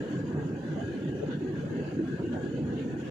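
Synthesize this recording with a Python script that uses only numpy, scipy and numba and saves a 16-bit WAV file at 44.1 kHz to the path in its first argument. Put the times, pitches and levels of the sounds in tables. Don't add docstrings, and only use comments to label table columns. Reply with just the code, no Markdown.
import sys
import numpy as np
from scipy import signal
from scipy.fft import rfft, irfft
from scipy.io import wavfile
from scipy.ndimage import map_coordinates
from numba import njit

SR = 44100
rng = np.random.default_rng(int(sys.argv[2]) if len(sys.argv) > 2 else 0)


def wav_record(signal):
    frames = np.transpose(np.atleast_2d(signal))
    bounded = np.clip(frames, -1, 1)
    quanta = np.round(bounded * 32767).astype(np.int16)
    wavfile.write(sys.argv[1], SR, quanta)


def makeup_ratio(level_db):
    decades = np.asarray(level_db, float) / 20
    return 10 ** decades


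N = 136710


def rumble():
    # f/Hz, density/dB per Hz
    slope = [(25, -73), (40, -82), (90, -52), (135, -46.5), (330, -45.5), (500, -55), (700, -73),
             (4000, -160)]
    # f/Hz, width/Hz, gain/dB
    panel_modes = [(42, 10, 9), (146.8, 30.5, 6.5), (276.4, 124, 4), (500, 50, 3), (549, 30, 3.5)]
    # t/s, level/dB
    buffet = [(0.0, -29), (0.08, -34), (0.14, -33), (0.33, -35.5), (0.34, -32.5), (0.66, -34.5),
              (0.69, -34.5), (0.98, -37), (1.04, -33.5), (1.22, -33), (1.64, -35), (1.67, -37.5),
              (1.77, -31), (1.91, -37), (1.98, -33), (2.12, -34), (2.23, -31.5), (3.08, -35.5)]
    # t/s, length/s, f/Hz, width/octaves, gain/dB
    booms = [(.05, 0.077, 139, 0.96, -9), (.16, 0.078, 150, 0.28, -1), (.2, .08, 78.2, 0.36, -3.5),
             (.25, .05, 407, 0.16, 6), (.37, .05, 150, 0.39, 5), (.47, 0.038, 208, 0.5, 5),
             (.52, .03, 120, 0.66, 7.5), (.61, 0.045, 164, 0.27, -8.5), (.65, 0.09, 418, .3, -3),
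             (.71, .04, 162.3, .5, 14), (.85, 0.035, 90.8, 0.36, 9.5), (.94, .04, 136, .3, -7),
             (.96, .05, 308, .15, 7), (1.04, .04, 97.7, 0.36, 6), (1.08, 0.025, 500, 0.39, 9),
             (1.18, 0.059, 249, 0.16, 5), (1.25, .06, 150, 0.38, -7), (1.29, 0.11, 396, 0.17, -6),
             (1.37, .04, 220, 0.27, 8), (1.45, 0.074, 367, 0.13, 3), (1.5, 0.021, 263, 0.12, 5.5),
             (1.65, .06, 212, 0.22, 7), (1.76, 0.055, 248, 0.23, -4), (1.8, 0.069, 85, .4, -6.5),
             (1.93, .05, 406, 0.45, -3), (1.94, .03, 146, 0.35, 11), (1.99, 0.024, 211, 0.18, -6.5),
             (2.0, 0.05, 304, 0.19, 15.5), (2.06, .04, 381, 0.17, 6.5), (2.24, 0.044, 349, 0.29, -2.5),
             (2.28, 0.047, 145.4, .3, 2.5), (2.33, 0.021, 236, .15, -8), (2.42, 0.025, 292, .15, 6.5),
             (2.5, 0.071, 140, 0.24, -8), (2.43, 0.024, 436, 0.22, -7), (2.62, 0.032, 393, 0.26, -10.5),
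             (2.65, .05, 90, 0.73, 10.5), (2.8, 0.053, 384, 0.32, 6.5), (2.85, 0.036, 230, 0.27, -1),
             (3.04, 0.063, 393, 0.18, 2)]
    level_db, buffet_ref_db, buffet_depth = -10, -30, 1.1
    right_db, left_lag_s = 0.74, 0.00019

    def lumps_db(hz, t):
        swell_db = buffet_depth * (np.interp(t, *np.array(buffet).T) - buffet_ref_db)
        swell_db = swell_db + spots_db(booms, hz, t)
        slow_db = 0.69 * field(hz, t, rate=2.7, per_octave=1.4)
        fast_db = 2.72 * field(hz, t, rate=17, per_octave=2.979)
        return level_db + swell_db + slow_db + fast_db

    low = patchy(coloured(slope, panel_modes), lumps_db, size=1024)
    late = map_coordinates(low, [np.arange(N) - left_lag_s * SR], mode="mirror")
    return np.array([late, low * makeup_ratio(right_db)])


def cabin_air():
    # f/Hz, density/dB per Hz
    air_left = [(40, -99), (150, -79), (350, -70), (1050, -89), (2350, -99), (3900, -105), (6200, -108),
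                (15500, -124)]
    air_right = [(40, -95.5), (150, -89.5), (350, -74), (800, -78), (1250, -92.5), (3500, -92.5),
                 (5200, -103), (13000, -122.5)]
    # f/Hz, width/Hz, gain/dB
    cavity_left = [(150, 53, 15), (1647, 206, 18), (1482, 184, 10), (1864, 140, 9), (2330, 140, 1.5),
                   (2920, 560, 14.5), (3390, 180, 5), (4280, 440, 4.5), (5100, 400, -7), (6700, 220, 6),
                   (7350, 400, 12.5), (8960, 85, -10), (10100, 1600, 2)]
    cavity_right = [(138, 9.2, 18.5), (1578, 330, 11), (1640, 50, 3), (2330, 49, -3.5), (2360, 79, -6.5),
                    (2540, 190, 7), (3810, 200, -3.5), (4700, 270, 4), (5130, 300, -3.5),
                    (6514, 1020, 11.5), (6804, 130, 9), (7060, 530, 0.5), (9100, 140, -1.5),
                    (10200, 1400, 3), (14900, 1500, 7)]
    # t/s, level/dB
    flow = [(0.0, -45.5), (0.02, -46.5), (0.14, -52), (0.26, -54), (0.46, -58), (0.49, -58), (0.76, -49.5),
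            (1.28, -53.5), (1.33, -49), (1.39, -59), (1.51, -50), (1.93, -46.5), (1.98, -55.5), (2.09, -48),
            (2.32, -58.5), (2.33, -46.5), (2.62, -55.5), (3.08, -49)]
    # t/s, length/s, f/Hz, width/octaves, gain/dB
    puffs = [(0.146, 0.074, 2400, 3.1, 2), (0.39, 0.14, 966, 0.69, 9), (0.792, 0.03, 680, 0.25, 13),
             (1.12, 0.11, 2880, .15, 5), (1.234, 0.017, 507, 0.6, 21.5), (1.329, 0.039, 3580, 0.29, 11),
             (1.58, 0.028, 1800, 0.92, 0), (1.864, 0.14, 2730, 0.071, 5), (2.202, 0.021, 1190, 0.41, 9),
             (2.373, .03, 700, .5, 10), (2.794, 0.046, 3020, .6, 6.5), (3.01, 0.0093, 3010, 2.1, 2.5),
             (.17, .06, 1055, .2, 7), (.22, .08, 3000, .15, -5), (.38, .05, 613, .3, -7),
             (.42, .06, 2300, .2, 4.5), (.62, .06, 3400, .1, -4), (.68, .08, 2810, .08, 2),
             (.92, .05, 896, .2, 5), (1.08, .03, 1935, .1, 8.5), (1.19, .04, 1900, .1, -8),
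             (1.51, .05, 2310, .08, 7.5), (1.58, .05, 2950, .08, -5), (1.65, .07, 1915, .1, 4),
             (1.68, .07, 3800, .1, 2), (1.79, .04, 800, .2, -6.5), (1.9, .12, 3480, .08, -7.5),
             (1.98, .04, 1200, .15, 6), (2.05, .06, 2180, .1, 2.5), (2.17, .08, 1910, .07, -10),
             (2.43, .04, 2750, .07, -6.5), (2.64, .04, 740, .2, 8.5), (2.77, .04, 776, .2, 9),
             (2.68, .06, 3220, .07, 5.5), (2.96, .07, 2800, .3, -3.5), (3.07, .04, 1310, .4, 4),
             (2.29, .02, 5100, 1.2, 0.5)]
    # t/s, length/s, gain/dB
    cavity_swells = [(.18, 0.032, -2.5), (0.511, 0.049, -4), (0.679, .05, 2.5), (0.903, 0.036, -1),
                     (0.998, .04, 2), (1.326, 0.029, 5.5), (1.451, .04, -1), (1.849, .04, -3),
                     (2.08, .04, 3.5), (2.17, .04, 0.5), (2.362, 0.11, 3.5), (2.602, 0.037, -4),
                     (2.7, 0.029, 1), (3.007, 0.055, 1.5)]
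    cavity_hz, cavity_octaves = 1570, 0.2
    level_db, flow_ref_db, flow_depth = 0.5, -51.5, 0.39
    flow_from_hz, steady_above_hz = 190, 6000
    crosstalk = 0.049

    def gusts_db(hz, t):
        square = hz[:, None] ** 2
        reach = square / (square + flow_from_hz ** 2)
        calm = steady_above_hz ** 2 / (square + steady_above_hz ** 2)
        stream_db = np.interp(t, *np.array(flow).T) - flow_ref_db
        db = level_db + flow_depth * calm * reach * stream_db
        singing = [(at, length, cavity_hz, cavity_octaves, gain_db) for at, length, gain_db in cavity_swells]
        db = db + spots_db(puffs + singing, hz, t)
        broad_db = 1.05 * np.sqrt(calm) * field(hz, t, rate=30, per_octave=0.44)
        fine_db = 0.61 * calm * field(hz, t, rate=12, per_octave=4.0)
        return db + broad_db + fine_db + 3.0 * streaks(hz, t, rate=15, width_hz=100)

    def port_streaks_db(hz, t):
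        return 2.0 * streaks(hz, t, rate=14, width_hz=90)

    ports = np.array([coloured(air_left, cavity_left), coloured(air_right, cavity_right)])
    together = patchy(ports + crosstalk * ports[::-1], gusts_db, size=1024)[:, :N]
    return np.array([patchy(port, port_streaks_db, size=1024) for port in together])


def seal():
    # t/s, length/s, from f/Hz, to f/Hz, level/dB
    seal_whistles = [
        (2.03, 0.098, 297, 369, -51),
        (2.457, 0.13, 370, 521, -50.5),
    ]
    t, out = np.arange(N) / SR, 0
    for start, length, from_hz, to_hz, db in seal_whistles:
        part = np.clip((t - start) / length, 0, 1)
        phase = 2 * np.pi * np.cumsum(from_hz + (to_hz - from_hz) * part) / SR
        swell = np.sqrt(np.abs(np.sin(np.pi * part)))
        out = out + makeup_ratio(db) * swell * np.sin(phase)
    return out * np.array([[-.6], [1.1]])


def ticks():
    # t/s, level/dB
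    case_ticks = [
        (.1, -56.5),
    ]
    decay_s = .002
    t, out = np.arange(N) / SR, 0
    for start, db in case_ticks:
        decay = (t > start) * np.exp(-np.clip(t - start, 0, 1) / decay_s)
        out = out + makeup_ratio(db) * decay * rng.standard_normal(N)
    thin = signal.butter(4, 12500, "high", fs=SR, output="sos")
    return signal.sosfilt(thin, out) * np.array([[.5], [1.1]])


def coloured(slope, resonances):
    hz = np.arange(N // 2 + 1) * SR / N + 1
    slope_hz, slope_db = np.array(slope).T
    db = np.interp(np.log(hz), np.log(slope_hz), slope_db)
    for centre, width, gain_db in resonances:
        db = db + gain_db / (1 + ((hz - centre) / (width / 2)) ** 2)
    return irfft(rfft(rng.standard_normal(N)) * makeup_ratio(db) * np.sqrt(SR / 2), N)


def patchy(x, gain_db, size):
    hz, t, cells = signal.stft(x, SR, nperseg=size, noverlap=size * 3 // 4, boundary="even")
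    return signal.istft(cells * makeup_ratio(gain_db(hz, t)), SR, nperseg=size, noverlap=size * 3 // 4)[1][:N]


def field(hz, t, rate, per_octave):
    grid = rng.standard_normal((200, 200))
    place = np.broadcast_arrays(np.log2(1 + hz[:, None] / 40) * per_octave, t[None] * rate)
    return map_coordinates(grid, place, order=3, mode="mirror")


def streaks(hz, t, rate, width_hz):
    grid = rng.standard_normal((300, 100))
    place = np.broadcast_arrays(hz[:, None] / width_hz, t[None] * rate)
    return map_coordinates(grid, place, order=3, mode="mirror")


def spots_db(rows, hz, t):
    pitch, total = np.log2(hz[:, None] + 1), 0
    for at, length, centre_hz, octaves, gain_db in rows:
        time_off = (t - at) / length
        pitch_off = (pitch - np.log2(centre_hz)) / octaves
        total = total + gain_db * np.exp(-time_off ** 2 - pitch_off ** 2)
    return total


@njit
def follow(x, attack, release, start):
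    y, e = np.empty(len(x)), start
    for i in range(len(x)):
        e += (abs(x[i]) - e) * (attack if abs(x[i]) > e else release)
        y[i] = e
    return y


def gain_control(x):
    ratio, attack_s, release_s = 1.15, .01, .04
    top = float(makeup_ratio(-36))
    env = follow(x.mean(0), 1 / (attack_s * SR), 1 / (release_s * SR), top)
    return x * (top / env) ** (1 - 1 / ratio)


def denoise(x):
    depth, floor_db, from_hz = 0.97, -28, 250
    hz, t, cells = signal.stft(x, SR, nperseg=1024, noverlap=768, boundary="even")
    power = np.abs(cells) ** 2 + 1e-20
    relative = power / power.mean(-1, keepdims=True)
    strength = depth * hz[:, None] ** 2 / (hz[:, None] ** 2 + from_hz ** 2)
    gain = np.clip(relative ** (strength / 2), makeup_ratio(floor_db), 1)
    return signal.istft(cells * gain, SR, nperseg=1024, noverlap=768)[1][:, :N]


def scene():
    return rumble() + cabin_air() + seal() + ticks()


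def band_limit(x):
    return signal.sosfilt(signal.butter(12, 16410, fs=SR, output="sos"), x)


def record(dry):
    edge_s, top_hz = .005, 15430
    edge = np.minimum(np.arange(N), np.arange(N)[::-1]) / (edge_s * SR)
    faded = dry * np.sin(np.pi / 2 * np.clip(edge, 0, 1)) ** 2
    held = denoise(gain_control(faded))
    top_cut = signal.ellip(10, .2, 60, top_hz, fs=SR, output="sos")
    return band_limit(signal.sosfilt(top_cut, held))


dry = scene()
out = record(dry)
wav_record(out)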